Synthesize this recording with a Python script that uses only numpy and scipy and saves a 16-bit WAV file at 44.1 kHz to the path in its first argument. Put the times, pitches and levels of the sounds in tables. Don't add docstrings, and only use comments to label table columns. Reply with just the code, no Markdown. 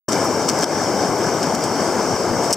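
import sys
import numpy as np
from scipy import signal
from scipy.fft import rfft, irfft, next_fast_len
from scipy.io import wavfile
from scipy.ndimage import uniform_filter1d, map_coordinates

SR = 44100
rng = np.random.default_rng(int(sys.argv[2]) if len(sys.argv) > 2 else 0)


def decibels_to_gain(level_db):
    exponent = np.asarray(level_db, float) / 20
    return 10 ** exponent


def store_wav(level_fs):
    pcm = np.round(np.clip(np.atleast_2d(level_fs), -1, 1) * 32767)
    wavfile.write(sys.argv[1], SR, pcm.T.astype(np.int16))


N = 112896

# (time [s], level [dB])
FLOW = [(.08, -21.5), (.5, -22), (.9, -21.5), (1.3, -21.5), (1.7, -22), (2.1, -21.5), (2.56, -21.5)]
# (frequency [Hz], density [dB per Hz])
ROAR_SPECTRUM = [(15, -73), (25, -50), (32, -40), (106, -9.5), (151, -8), (301, -3), (549, -5), (854, -6),
                 (1700, -20), (2210, -20.5), (3740, -120)]
# (frequency [Hz], density [dB per Hz])
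SPRAY_SPECTRUM = [(500, -20), (1500, 8), (3000, 1.5), (5500, 1.5), (8500, -10), (10000, -24.5),
                  (16000, -41)]
# (time [s], length [s], level [dB], brightness [dB per octave])
SPLASHES = [(0.084, .025, -28.5, 2), (0.087, 0.21, -44, 11), (0.117, 0.048, -26.5, -3),
            (0.483, 0.029, -20.5, -6), (.5, 0.028, -29, -3), (.58, 0.047, -36, 1),
            (0.621, 0.025, -25.5, -6), (1.393, 0.014, -37, -3), (1.434, 0.014, -30, 0),
            (1.549, 0.017, -25, -3), (1.633, 0.037, -32, -5), (2.508, .015, -34, 0), (0.153, .03, -33, -5),
            (0.238, 0.061, -38, 8), (2.432, 0.063, -33, 1)]
# (time [s], peak [dB], t60 [s], brightness [dB per octave])
TICKS = [(.0875, -12, 0.012, 0), (0.131, -11, .015, -7), (0.488, -12.5, 0.011, 2.5), (.588, -20, .02, 3),
         (.6098, -13.5, .012, 2), (0.627, -13, .012, -6), (.635, -13, .015, -9.5),
         (0.6413, -8.5, 0.011, -11.5), (1.4287, -14, 0.019, -3), (1.441, -22, .02, -18),
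         (1.547, -16, 0.025, 8), (1.6395, -16, 0.02, 3.5), (2.506, -16, .03, -7),
         (2.5276, 3.5, 0.0049, 9.5), (2.5307, 8, 0.017, 3), (2.534, -1, .02, -7.5),
         (2.5366, -0.5, 0.027, -3), (2.542, -4, 0.014, 3)]
# (frequency [Hz], gain [dB])
CONTACT_COLOUR = [(600, -14), (1500, -9.5), (4000, 0), (7000, -4), (10000, -11.5), (16000, -17.5)]
# (frequency [Hz], width [Hz], gain [dB])
CONTACT_RING = [(5150, 790, 3), (8150, 1100, 4)]
# (time [s], level [dB], frequency [Hz])
DRIPS = [
    (0.163, -9, 2230),
    (0.629, -7, 1590),
    (.630, -17, 2300),
    (.731, -14, 1720),
    (1.024, -16, 2150),
]
# (frequency [Hz], width [Hz], gain [dB])
HOUSING = [(1891, 180, -10.5), (2630, 600, -9), (3400, 233, -9), (4028, 766, -17), (4820, 117, -14),
           (5330, 2060, 8.5), (7970, 840, 7)]
# (frequency [Hz], left-right correlation [0-1])
PORT_LIKENESS = [(60, 0.84), (130, 0.94), (290, 1), (640, 1), (1410, 0.98), (3100, 0.93), (6820, 0.48),
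                 (15000, 0.11)]
# (frequency [Hz], left over right [dB])
PORT_BALANCE = [(60, 3), (180, 5.0), (550, 4.5), (1650, 4.5), (4970, 2), (15000, 2.5)]
# (frequency [Hz], left lead [rad])
PORT_LEAD = [(4000, 0.026), (6000, .3), (9000, 0.78), (12000, 1.5)]
# (time [s], depth [dB])
DUCKS = [
    (.497, -0.5),
    (0.645, 7.5),
    (1.553, 2.5),
    (2.528, 14.5),
]


def unit(x):
    return x / np.sqrt(np.mean(x ** 2) + 1e-20)


def along(points, hz):
    f, v = np.transpose(points)
    return np.interp(np.log(hz + 1), np.log(f + 1), v)


def wobble(rate_hz):
    knots = rng.standard_normal(int(N * rate_hz / SR) + 4)
    return map_coordinates(knots, [np.arange(N) * rate_hz / SR])


def filtered(x, response):
    m = next_fast_len(x.shape[-1] + 8192)
    spectrum = rfft(x, m) * response(np.fft.rfftfreq(m, 1 / SR))
    return irfft(spectrum, m)[..., :x.shape[-1]]


def causal(gain_db):
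    def response(hz):
        cepstrum = irfft(gain_db(hz) * np.log(10) / 20)
        half = len(cepstrum) // 2
        cepstrum[1:half] *= 2
        cepstrum[half + 1:] = 0
        return np.exp(rfft(cepstrum))
    return response


def resonances_db(table, hz):
    return sum(db / (1 + (2 * (hz - c) / w) ** 2) for c, w, db in table)


def rush(spectrum, patchy_db):
    z = signal.stft(rng.standard_normal((2, N + 512)), nperseg=512)[2]
    field = uniform_filter1d(rng.standard_normal(z.shape[1:]), size=6, axis=0)
    field = uniform_filter1d(field, size=10, axis=1)
    pair = signal.istft(z * decibels_to_gain(patchy_db * unit(field)), nperseg=512)[1][:, :N]
    return unit(filtered(pair, lambda hz: decibels_to_gain(along(spectrum, hz))))


def bubbles(count, size, centre_hz, scatter, cycles, spread_db):
    u = rng.random((count, 3))
    t = np.arange(size) / SR
    hz = np.clip(centre_hz * np.exp(scatter * rng.standard_normal((count, 1))), 100, 15000)
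    k = hz * t / cycles
    level = decibels_to_gain(-spread_db * np.log(1 - .97 * u[:, 1:2]))
    rows = level * k * np.exp(-3 * k) * np.sin(2 * np.pi * hz * t * (1 + 0.1105 * k))
    at = ((u[:, :1] * N).astype(int) + np.arange(size)).ravel()
    turn = 2 * np.pi * u[:, 2:]
    sides = [np.bincount(at, (rows * w).ravel(), N + size)[:N] for w in (np.cos(turn), np.sin(turn))]
    return unit(np.array(sides))


def river():
    s, db = np.transpose(FLOW)
    swell_db = np.interp(np.arange(N) / SR, s, db - db.mean()) + 0.13 * wobble(10.08)
    roar = rush(list(ROAR_SPECTRUM) + [(2600, -87)], patchy_db=-0.22)
    gurgle = bubbles(count=1500, size=1500, centre_hz=604.3, scatter=0.594, cycles=8.1, spread_db=2)
    roar = roar + decibels_to_gain(-3.5) * gurgle
    spray = rush(SPRAY_SPECTRUM, patchy_db=1.54)
    fizz = bubbles(count=6000, size=100, centre_hz=5730, scatter=0.41, cycles=1.9, spread_db=0.5)
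    spray = spray + decibels_to_gain(-12) * fizz
    spray_db, swell_share = -7.5, 1
    spray = spray * decibels_to_gain(spray_db + swell_share * swell_db + 0.66 * wobble(6) + 0.67 * wobble(14))
    return decibels_to_gain(db.mean()) * (decibels_to_gain(swell_db) * roar + spray)


def contact_colour(x, bright_db_per_octave):
    def gain_db(hz):
        tilt = np.clip(bright_db_per_octave, -3, 8) * np.log2(np.clip(hz, 1500, None) / 6000)
        low_cut = 40 / (1 + (hz / 400) ** 2)
        return along(list(CONTACT_COLOUR) + [(20000, -18)], hz) + tilt - low_cut
    return filtered(x, causal(gain_db))


def splashes():
    lumpy_db, lump_rate_hz = 3.5, 386
    out, t = np.zeros((2, N + SR)), np.arange(16384) / SR
    for s, length_s, db, bright in SPLASHES:
        u = np.clip(t / length_s, 0, 1)
        noise = contact_colour(rng.standard_normal((2, len(t))), bright)
        spatter = unit(noise * decibels_to_gain(lumpy_db * wobble(lump_rate_hz)[:len(t)]))
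        start = round(s * SR)
        out[:, start:start + len(t)] += decibels_to_gain(db) * spatter * np.sin(np.pi * u ** 0.38)
    return out[:, :N]


def ticks():
    level_db, rise_s, port_difference_db = 0.5, 0.00011, -14
    out, t = np.zeros((2, N + SR)), np.arange(4096) / SR
    for s, db, t60_s, bright in TICKS:
        envelope = decibels_to_gain(-60 * t / np.clip(t60_s, .002, .05)) * (1 - np.exp(-t / rise_s))
        burst = contact_colour(rng.standard_normal((2, len(t))) * envelope, bright)
        burst = filtered(burst, causal(lambda hz: resonances_db(CONTACT_RING, hz)))
        burst = burst / np.abs(burst).max(axis=1, keepdims=True) * decibels_to_gain([[0], [port_difference_db]])
        start = round(s * SR)
        out[:, start:start + len(t)] += decibels_to_gain(db + level_db) * burst
    return out[:, :N]


def drips():
    t60_s, pitch_rise, attack_s = 0.02, 0.074, 0.0018
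    out, t = np.zeros((2, N + SR)), np.arange(4096) / SR
    for s, db, hz in DRIPS:
        ring = np.sin(2 * np.pi * hz * t * (1 + pitch_rise * t / t60_s)) * (1 - np.exp(-t / attack_s))
        start = round(s * SR)
        out[0, start:start + len(t)] += decibels_to_gain(db - 60 * t / t60_s) * ring
    return out[:, :N]


def ports(pair):
    def mid_side(hz):
        turn = np.arccos(np.clip(along(PORT_LIKENESS, hz), -1, 1)) / 2
        return np.array([np.cos(turn), np.sin(turn)])

    def offset(hz):
        sign = np.array([[.5], [-.5]])
        return decibels_to_gain(sign * along(PORT_BALANCE, hz)) * np.exp(1j * sign * along(PORT_LEAD, hz))

    mid, side = filtered(pair, mid_side)
    return filtered(np.array([mid + side, mid - side]), offset)


def scene():
    return ports(river() + splashes() + ticks() + drips())


def gain_control_db(t):
    grab_s, release_s = 0.00067, 0.055
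    total_db = 0
    for s, depth_db in DUCKS:
        late = np.clip(t - s, 0, None)
        total_db = total_db + depth_db * (1 - np.exp(-late / grab_s)) * np.exp(-late / release_s)
    return -total_db


def roll_off(x):
    return signal.sosfilt(signal.butter(12, 16400, fs=SR, output="sos"), x)


def record(dry):
    hiss_db, start_s, fade_s, ceiling = -40, 0.0813, 0.0028, .97
    shelf_hz, shelf_db, top_hz = 15150, -6, 15700
    t = np.arange(N) / SR
    hiss = filtered(rng.standard_normal((2, N)), lambda hz: hz / (hz + 3000))
    x = filtered(dry, causal(lambda hz: resonances_db(HOUSING, hz))) + decibels_to_gain(hiss_db) * hiss
    fade_in = np.sin(np.pi / 2 * np.clip((t - start_s) / fade_s, 0, 1)) ** 2
    x = x * decibels_to_gain(gain_control_db(t)) * fade_in
    x = x / (1 + np.abs(x / ceiling) ** 10) ** (1 / 10)
    mix = filtered(x, lambda hz: (hz < top_hz) * decibels_to_gain(shelf_db * (hz > shelf_hz)))
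    return roll_off(mix)


dry = scene()
out = record(dry)
store_wav(out)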